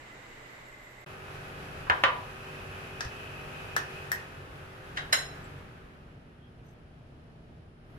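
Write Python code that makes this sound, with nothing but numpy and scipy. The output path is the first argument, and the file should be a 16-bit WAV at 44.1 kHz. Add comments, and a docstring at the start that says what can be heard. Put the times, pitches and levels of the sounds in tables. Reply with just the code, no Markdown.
"""A glass dining table in a small, hard-walled kitchen. A second of quiet ventilation cuts to a fridge:
compressor hum, rushing air, a whistling pipe. Near 2 s a glass jar knocks twice and rings the table top;
from 3 s it clicks in the hand. Near 5 s a steel spoon, picked up, taps and clinks on the glass top.
From 5.4 s the fridge's rush and hum sink away, and the spoon stirs softly in the jar of pickled
chillies, sticking and slipping."""
import sys
import numpy as np
from scipy import signal
from scipy.fft import rfft, irfft, next_fast_len
from scipy.io import wavfile
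from scipy.ndimage import uniform_filter1d, map_coordinates

SR = 44100
rng = np.random.default_rng(int(sys.argv[2]) if len(sys.argv) > 2 else 0)


def persist_wave(psi):
    """Save psi, clipped to +-1, as 16-bit WAV."""
    counts = np.round(np.clip(psi, -1, 1) * 32767).astype(np.int16)
    wavfile.write(sys.argv[1], SR, np.atleast_2d(counts).T)


N = 351918
TIME_S = np.arange(N) / SR
AGE_S = TIME_S[:SR * 3 // 4]  # time since a contact
LEAD_SAMPLES = SR // 100

# Table levels are relative; each source adds its own gain.
# jar on table: t/s, level/dB, pane/dB, brightness/dB, hollow/dB, room/dB, left lag/ms
JAR_KNOCKS = [(1.865, -50, -22, -12, -18, 15, 0), (1.898, -15.5, -19, -3.5, 1.5, -3, 0.42),
              (2.0364, -12.7, -16.5, 1.5, -4, -2.2, -0.096)]
# jar in hand: t/s, level/dB, hollow f/Hz, hollow/dB, ring/dB, rim/dB, brightness/dB, edge/dB, L-R/dB
JAR_CLICKS = [(3.0066, -31, 1720, -3, -12, 18, 6, -15, 4), (3.048, -41.5, 1700, -10, -7, 4, 4, -12, 1),
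              (3.764, -25, 1684, -0.5, -13, 1, -1.5, 3, 3.5), (4.117, -30.5, 1835, 2.5, 1, 8, 2.5, 11, 5.5),
              (4.1275, -40, 1810, 3, 16, -7, -5, 4.5, 3.5)]
# spoon contacts: t/s, scrape/dB, brightness/dB, glass/dB, steel/dB
SPOON_CONTACTS = [(4.962, -48.5, 8, -51.5, -61.5), (4.971, -31, -2.5, -28.5, -51.5),
                  (5.124, -34, 6.5, -51, -36), (5.127, -21.5, 2.5, -28, -18)]
# spoon strokes in the jar: t/s, half-length/s, f/Hz, width/Hz, level/dB
STIR_STROKES = [(5.453, 0.02, 7670, 400, -65), (6.448, 0.05, 3260, 260, -70), (6.69, 0.036, 6110, 220, -76),
                (6.664, 0.016, 12240, 600, -80), (6.69, 0.045, 7500, 4500, -79),
                (6.72, 0.024, 12240, 600, -81), (7.948, .06, 11300, 1204, -79)]
# contact spectra: f/Hz, level/dB
KNOCK_SPECTRUM = [(47, -46), (80, -2.5), (133, -22.5), (346, -17), (504, -16.5), (575, -9), (1200, -3),
                  (1430, -5), (1900, -6), (2720, -8), (3170, -10.5), (4050, -22), (11200, -50.5),
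                  (14300, -60), (16000, -71)]
CLICK_SPECTRUM = [(150, -12.5), (600, -7), (1200, 2), (1750, 5), (2250, -13.5), (3500, -9), (4300, -11.5),
                  (5500, -7), (8000, -17.5), (14000, -21.5), (16000, -28.5)]
SCRAPE_SPECTRUM = [(200, -31), (400, -22.5), (550, -7.5), (800, -6.5), (1200, -3), (1600, 4), (2050, 3.5),
                   (2400, -10), (2950, -1.5), (3700, -8.5), (5000, -14.5), (6200, -17), (9000, -26),
                   (14000, -42), (16000, -58.5)]
# modes of jar, table and spoon: f/Hz, level/dB, t60/s
JAR_MODES = [(1700, -5, 0.023), (1835, 3, 0.024), (4000, -26, 0.017), (5330, -16.5, 0.042),
             (6070, -30, 0.031), (8300, -20, 0.03), (11600, -14, 0.034), (14150, -17, .03)]
TABLE_MODES = [(68, 8, 0.11), (122, 8.5, 0.092), (390, -0.5, 0.037)]
SPOON_MODES = [(1615, -13, .2), (1990, -7, .15), (3994, -2, .39), (4080, 0, .05), (4204, -11, .17),
               (5240, 3, .04), (5311, -6, .38), (5390, -12, .2), (6724, -5.5, .34), (7488, -17, .3),
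               (8264, -10.5, .3), (8726, -17, .2), (9991, -5.5, .31), (11810, -14.5, .28),
               (13300, -23, .07), (13790, -20, .28)]
# glass top struck by the jar: f/Hz, level/dB, t60/s
PANE_MODES = [(517.3, -9, 0.25), (640, -8, 0.22), (769, -10, .18), (985, -1, 0.29), (1110, 0.5, 0.18),
              (1193, -.5, .24), (1414, -2.5, 0.19), (1556, 0, .14), (1720, -3, 0.13), (1866, -5, 0.13),
              (2067, -8, 0.13), (2520, -7, 0.1), (3060, -8, 0.12), (3790, -12, 0.15)]
# glass top struck by the spoon: f/Hz, level/dB, t60/s
GLASS_TOP_MODES = [(1594, 1.5, 0.19), (1830, -5.5, 0.17), (2230, -2, 0.09), (2830, -7, 0.082),
                   (3200, -8.5, 0.14), (3840, -3.5, 0.12), (4840, -8, .07)]
# strength of the fridge's rush: t/s, level/dB
RUSH_LEVELS = [(1.07, -51.5), (1.3, -49.5), (2.9, -49), (4.05, -48.5), (4.45, -53), (4.8, -53.5),
               (5.0, -51), (5.4, -51.5), (5.9, -60.5), (6.25, -66), (7.75, -71), (7.98, -63.5)]
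# strong compressor orders: multiple of shaft speed, level/dB
STRONG_ORDERS = [(1, -9), (2, 1), (3, 1), (4, -9), (8, 0), (9, -4.5), (10, -6.5), (11, -4.5), (13, -5),
                 (16, -7), (17, -5.5), (21, -11), (22, -14.5), (26, -6.5), (27, -7), (28, -7.5), (32, -6)]
# envelope of the other orders: f/Hz, level/dB
WEAK_ORDER_SPECTRUM = [(250, -16), (550, -11), (1300, -11.5), (1700, -13), (2100, -24), (2550, -15),
                       (3000, -22)]
# noise spectra of fridge, room and ventilation: f/Hz, level/dB
RUSH_SPECTRUM = [(150, -36), (250, -10.5), (346, -14), (380, -8), (520, -12), (700, -9.5), (950, -11.5),
                 (1270, -7), (1650, -7), (2150, -12.5), (2540, -13), (3300, -18), (4000, -24), (5200, -43),
                 (8800, -120)]
HISS_SPECTRUM = [(2060, -18.5), (3500, -10), (3900, -5.5), (4600, -4), (7410, -10.5), (9320, -13),
                 (10500, -9), (11900, -9.5), (15000, -26.5), (16000, -48.5)]
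RUMBLE_SPECTRUM = [(12, -39.5), (20, -7), (158, -3), (210, -13), (241, -12.5), (293, -12.5), (328, -16),
                   (357, -17.5), (485, -16), (527, -21.5), (607, -16.5), (1090, -29.5), (3250, -38.5),
                   (4300, -40.5), (10000, -58), (16000, -62.5)]
VENT_SPECTRUM = [(12, -30), (20, 2), (37, -1), (80, -8.5), (128, -7), (174, -8.5), (328, -6), (1420, -7.5),
                 (2040, -5), (2770, -15.5), (5850, -26.5), (7720, -24), (9370, -36), (12000, -36),
                 (15000, -54)]
# resonances of the pipe and the electrical whine: f/Hz, width/Hz, level/dB
PIPE_BANDS = [(2555, 230, 1), (2950, 440, -5.5)]
WHINE_BANDS = [(3000, 500, -80.5), (5160, 100, -88.5), (9600, 660, -87.5), (11070, 40, -97.5)]
# hum lines: f/Hz, level/dB
MAINS_LINES = [(118.4, -66), (236.9, -66.5), (355.3, -71)]
VENT_LINES = [(123.8, -62.5), (608.3, -66)]
# ventilation whistles: f/Hz, width/Hz, level/dB, growth/(dB/s)
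VENT_BANDS = [(2030, 130, -60.5, 4), (2860, 450, -65.5, -9), (3770, 400, -72.5, -4), (7150, 780, -72.5, -4),
              (7700, 300, -82, 9), (11860, 1200, -79, 5)]
# reverberation of the walls: f/Hz, t60/s
WALL_DECAY = [(150, 0.34), (600, 0.65), (1500, 0.39), (3000, .38), (6000, .3), (14000, 0.19)]
# diffuse field: f/Hz, left-right correlation
COHERENCE = [(60, 0.96), (130, 0.99), (300, 0.79), (430, 0.82), (640, 0.19), (1350, -0.25), (3000, 0.039),
             (12000, -0.087)]


def jar_knocks(rebound_s=0.0033, rebound_db=-4.5, hollow_hz=1694):
    """A light touch and two knocks: the jar lands on one edge, then the other, ringing the glass top."""
    out = np.zeros((2, N))
    for s, db, pane_db, bright_db, hollow_db, room_db, lag_ms in JAR_KNOCKS:
        for delay_s, edge_db in [(0, 0), (rebound_s, rebound_db)]:
            colour = shelf(KNOCK_SPECTRUM, 1360, bright_db)
            knock = shaped(chatter(t60_s=0.011, attack_s=0.00058), colour)
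            hollow = amp(hollow_db - 7.5) * pock(hollow_hz)
            pane = amp(pane_db - 4) * ring(PANE_MODES, attack_s=0.0065, blur_hz=19.7)
            landing = in_room(knock + hollow + pane, room_db, lag_ms=lag_ms)
            add(out, s + delay_s, amp(db + edge_db + 9) * landing)
        snap = shaped(chatter(t60_s=0.018, attack_s=0.0018), CLICK_SPECTRUM)  # glass meets glass
        add(out, s, amp(db - 12) * in_room(snap, room_db=-11))
        add(out, s, amp(db - 31) * table_thump())
    return out


def jar_handling(nudge_s=3.052):
    """The jar clicks hollowly and rings in the hand; the table is nudged once."""
    out = np.zeros((2, N))
    for s, db, hollow_hz, hollow_db, ring_db, rim_db, bright_db, edge_db, pan_db in JAR_CLICKS:
        colour = shelf(shelf(CLICK_SPECTRUM, 2300, bright_db), 6000, edge_db)
        click = shaped(chatter(t60_s=0.012, attack_s=0.0011), colour)
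        modes = [(hz, mode_db + (hz > 3000) * rim_db + (hz > 7000) * min(edge_db, 0), t60_s)
                 for hz, mode_db, t60_s in JAR_MODES]
        hollow = amp(hollow_db - 4) * pock(hollow_hz)
        glass = amp(ring_db - 11.5) * ring(modes, attack_s=0.0014, blur_hz=12)
        add(out, s, amp(db + 14) * in_room(click, room_db=0, pan_db=pan_db, lag_ms=-0.23))
        add(out, s, amp(db + 13) * in_room(hollow + glass, room_db=-2, pan_db=pan_db, lag_ms=-0.23))
    add(out, nudge_s, amp(-35) * table_thump())
    return out


def pock(hz, rise_s=0.0014):
    """The jar's hollow answer to a tap: a few cycles that swell and stop."""
    rise = AGE_S / rise_s
    return rise ** 2 * np.exp(2 * (1 - rise)) * np.sin(2 * np.pi * hz * AGE_S)


def table_thump():
    """The table shudders in its low modes."""
    return in_room(ring(TABLE_MODES, attack_s=0.0048), room_db=-24)


def spoon_clinks():
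    """Each contact scrapes and rings the glass top; the steel buzzes on the glass, then rings freely."""
    out = np.zeros((2, N))
    for s, scrape_db, bright_db, glass_db, steel_db in SPOON_CONTACTS:
        colour = shelf(SCRAPE_SPECTRUM, 5000, bright_db)
        scrape = amp(scrape_db + 14) * shaped(chatter(t60_s=0.025, attack_s=0.0027), colour)
        glass = amp(glass_db - 8) * ring(GLASS_TOP_MODES, attack_s=0.0021, blur_hz=25.3)
        buzz = amp(15.5) * fade(AGE_S, t60_s=0.045) * ring(SPOON_MODES, attack_s=0.002, blur_hz=91)
        steel = amp(steel_db - 13) * (buzz + ring(SPOON_MODES, attack_s=0.0028, blur_hz=28))
        add(out, s, in_room(scrape + glass, room_db=0.5, lag_ms=0.42))
        add(out, s, in_room(steel, room_db=-3, pan_db=-6, lag_ms=0.362))
    return out


def spoon_stirs(slip_db=3, slips_per_s=160):
    """Stick-slip in the jar: narrow bands squeak, wide ones scrape."""
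    out = np.zeros((2, N))
    slips = unit(amp(slip_db * wobble(slips_per_s)))
    for s, half_length_s, hz, width_hz, db in STIR_STROKES:
        stroke = np.exp(-((TIME_S - s) / half_length_s) ** 2)
        out += amp(db) * stroke * slips * band(hz, width_hz)
    return out


def chatter(t60_s, attack_s):
    """A contact: a short noise burst with a flattened spectrum."""
    burst = rng.standard_normal(len(AGE_S)) * fade(AGE_S, t60_s) * (1 - np.exp(-AGE_S / attack_s))
    bins = rfft(burst)
    flat = irfft(bins / np.sqrt(uniform_filter1d(np.abs(bins) ** 2, size=96)), len(AGE_S))
    return flat * np.linalg.norm(burst) * (AGE_S < 0.5)


def ring(modes, attack_s, blur_hz=0):
    """Decaying modes of a struck object; a loose, moving grip blurs each pitch."""
    out = np.zeros(len(AGE_S))
    for hz, db, t60_s in modes:
        phase = 2 * np.pi * (hz * AGE_S + rng.random())
        drift = np.cumsum(rng.standard_normal(len(AGE_S))) * np.sqrt(blur_hz * 2 * np.pi / SR)
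        out += amp(db) * fade(AGE_S, t60_s) * np.sin(phase + uniform_filter1d(drift, size=96))
    return out * (1 - np.exp(-AGE_S / attack_s))


def fridge_and_room(full_rush_db=-49):
    """Fridge over mains hum, whine and rumble. Hiss, compressor and, slightly, rumble follow the rush."""
    rush_db = np.interp(TIME_S, *np.transpose(RUSH_LEVELS))
    change_db = rush_db - full_rush_db
    hum = amp(-46.5 + change_db) * compressor()
    mains = sum(amp(db) * tone(hz, waver=0.15) for hz, db in MAINS_LINES)
    whine = sum(amp(db) * band(hz, width_hz) for hz, width_hz, db in WHINE_BANDS)
    rumble = amp(-49.5 + 0.15 * change_db + 1.84 * wobble(5)) * air(RUMBLE_SPECTRUM)
    hiss = amp(-59.5 + 1.38 * change_db) * air(HISS_SPECTRUM)
    whistle = pipe_whistle()
    flutter = amp(0.51 * wobble(17))
    rush = amp(rush_db + 2) * air(RUSH_SPECTRUM)
    return rumble + mains + whine + hum + flutter * (rush + hiss + whistle)


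def compressor(shaft_hz=47.45, orders=62):
    """Multiples of the shaft speed hum, a few strongly; rms 1."""
    strong_db = {round(order): db for order, db in STRONG_ORDERS}
    hum = np.zeros((2, N))
    for order in range(1, orders + 1):
        hz = order * shaft_hz
        hum += amp(strong_db.get(order, along(WEAK_ORDER_SPECTRUM, hz))) * tone(hz, waver=0.24)
    return unit(hum)


def pipe_whistle(peak_s=3.3, hold_s=0.69, rise_db_per_s=4, fall_db_per_s=35, wander_hz=20):
    """Pipe resonances swell, surge briefly, hold and die away; the pitch strays."""
    pipe = sum(amp(db) * band(hz, width_hz) for hz, width_hz, db in PIPE_BANDS)
    early_s = np.maximum(peak_s - TIME_S, 0)
    late_s = np.maximum(TIME_S - peak_s - hold_s, 0)
    surge_db = 1.5 * np.exp(-((TIME_S - peak_s) / 0.09) ** 2)
    level_db = -52 + surge_db - rise_db_per_s * early_s - fall_db_per_s * late_s + 0.76 * wobble(10)
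    drift = 2 * np.pi * np.cumsum(wander_hz * wobble(4)) / SR
    return amp(level_db) * np.real(signal.hilbert(pipe) * np.exp(1j * drift))


def ventilation(end_s):
    """Quiet airflow with a low hum and fluttering, whistling bands."""
    flow = amp(np.interp(TIME_S, [0, 0.55, 0.75, 1.05], [-49.5, -49, -51.5, -51.5])) * air(VENT_SPECTRUM)
    elapsed_s = np.minimum(TIME_S, end_s)
    whistle = sum(amp(db + db_per_s * elapsed_s + 2.6 * wobble(71)) * band(hz, width_hz)
                  for hz, width_hz, db, db_per_s in VENT_BANDS)
    hum = sum(amp(db) * tone(hz, waver=0.92) for hz, db in VENT_LINES)
    return (flow + hum) * amp([[-0.7], [0.7]]) + whistle * amp([[-3], [2]])


def in_room(x, room_db, pan_db=0, lag_ms=0):
    """Direct sound plus reflections from table top and walls, delayed by LEAD_SAMPLES."""
    hz, s, bins = signal.stft(rng.standard_normal((2, len(AGE_S))), SR, nperseg=256)
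    decay = fade(s, along(WALL_DECAY, hz)[:, None])
    tail = signal.istft(bins * decay, SR, nperseg=256)[1][:, :len(AGE_S)]
    early_boost = 1 + fade(AGE_S, t60_s=0.1313)
    tail = spread(tail) * np.clip(AGE_S / 0.0028, 0, 1) * early_boost
    wet = signal.fftconvolve(x[None], tail / np.linalg.norm(tail[0]), axes=1)[:, :len(x)]
    side = np.array([[0.5], [-0.5]])
    lag_s = side * lag_ms / 1000
    direct = filtered(np.pad(x, (LEAD_SAMPLES, 0)), lambda hz: np.exp(-2j * np.pi * hz * lag_s))
    return direct * amp(side * pan_db) + amp(room_db) * np.pad(wet, ((0, 0), (LEAD_SAMPLES, 0)))


def air(spectrum):
    """Diffuse noise; rms 1."""
    return unit(filtered(spread(rng.standard_normal((2, N))), lambda hz: amp(along(spectrum, hz))))


def band(centre_hz, width_hz):
    """Noise in one resonance; rms 1."""
    noise = rng.standard_normal((2, N))
    return unit(filtered(noise, lambda hz: 1 / (1 + ((hz - centre_hz) / width_hz * 2) ** 2)))


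def tone(hz, waver):
    """A wavering hum line, reaching each side in its own phase; rms 1."""
    offset = stereo_angle(hz) * rng.choice([-1, 1])
    phase = 2 * np.pi * (hz * TIME_S + rng.random()) + waver * wobble(2.98)
    return unit(np.sin([phase + offset, phase - offset]) * (1 + waver * wobble(4.4) / 2))


def spread(pair):
    """Two independent signals to a diffuse field: alike in the bass, unrelated in the treble."""
    mid, side = filtered(pair, lambda hz: np.array([np.cos(stereo_angle(hz)), np.sin(stereo_angle(hz))]))
    return np.array([mid + side, mid - side])


def stereo_angle(hz):
    """Mid-side angle/rad for the diffuse field's correlation."""
    return np.arccos(np.clip(along(COHERENCE, hz), -1, 1)) / 2


def shaped(x, spectrum, size=4096):
    """Minimum-phase filter of unit energy; keeps the attack."""
    cepstrum = irfft(np.log(amp(along(spectrum, np.fft.rfftfreq(size, 1 / SR)))))
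    cepstrum[1:size // 2] *= 2
    cepstrum[size // 2 + 1:] = 0
    pulse = irfft(np.exp(rfft(cepstrum)))
    return signal.fftconvolve(x, pulse / np.linalg.norm(pulse))[:len(x)]


def shelf(spectrum, corner_hz, db):
    """Treble shelf, reaching db one octave above the corner."""
    return [(hz, level_db + db * np.clip(np.log2(hz / corner_hz), 0, 1)) for hz, level_db in spectrum]


def filtered(x, response):
    """Apply a frequency response."""
    size = next_fast_len(x.shape[-1] + SR // 4)
    return irfft(rfft(x, size) * response(np.fft.rfftfreq(size, 1 / SR)), size)[..., :x.shape[-1]]


def wobble(knots_per_s):
    """Smooth random curve."""
    knots = rng.standard_normal(int(N * knots_per_s / SR) + 4)
    return np.interp(TIME_S, TIME_S[::200], map_coordinates(knots, [TIME_S[::200] * knots_per_s]))


def along(points, hz):
    """Interpolate (f/Hz, value) points over log frequency."""
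    knots_hz, values = np.transpose(points)
    return np.interp(np.log(hz + 1), np.log(knots_hz), values)


def fade(s, t60_s):
    """Exponential decay."""
    return amp(-60 * s / t60_s)


def amp(db):
    """Decibels to gain."""
    return 10 ** (np.asarray(db) / 20)


def unit(x):
    """Scale to rms 1."""
    return x / np.sqrt(np.mean(x ** 2) + 1e-20)


def add(out, s, sound):
    """Mix in an in_room sound, its blow at time s."""
    start = round(s * SR) - LEAD_SAMPLES
    out[:, start:start + sound.shape[1]] += sound[:, :N - start]


def scene(vent_end_s=1.047, fridge_start_s=1.061):
    """Ventilation, a blink of near silence, then jar and spoon over the fridge."""
    before = np.clip((vent_end_s - TIME_S) / 0.003, 0, 1)
    after = np.clip((TIME_S - fridge_start_s) / 0.0025, 0, 1)
    gap = 0.013 * (1 - before) * (1 - after)
    background = (before + gap) * ventilation(vent_end_s) + after * fridge_and_room()
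    return background + jar_knocks() + jar_handling() + spoon_clinks() + spoon_stirs()


def record(dry, top_hz=15800):
    """Brick-wall low-pass."""
    return filtered(dry, lambda hz: hz < top_hz)


dry = scene()
out = record(dry)
persist_wave(out)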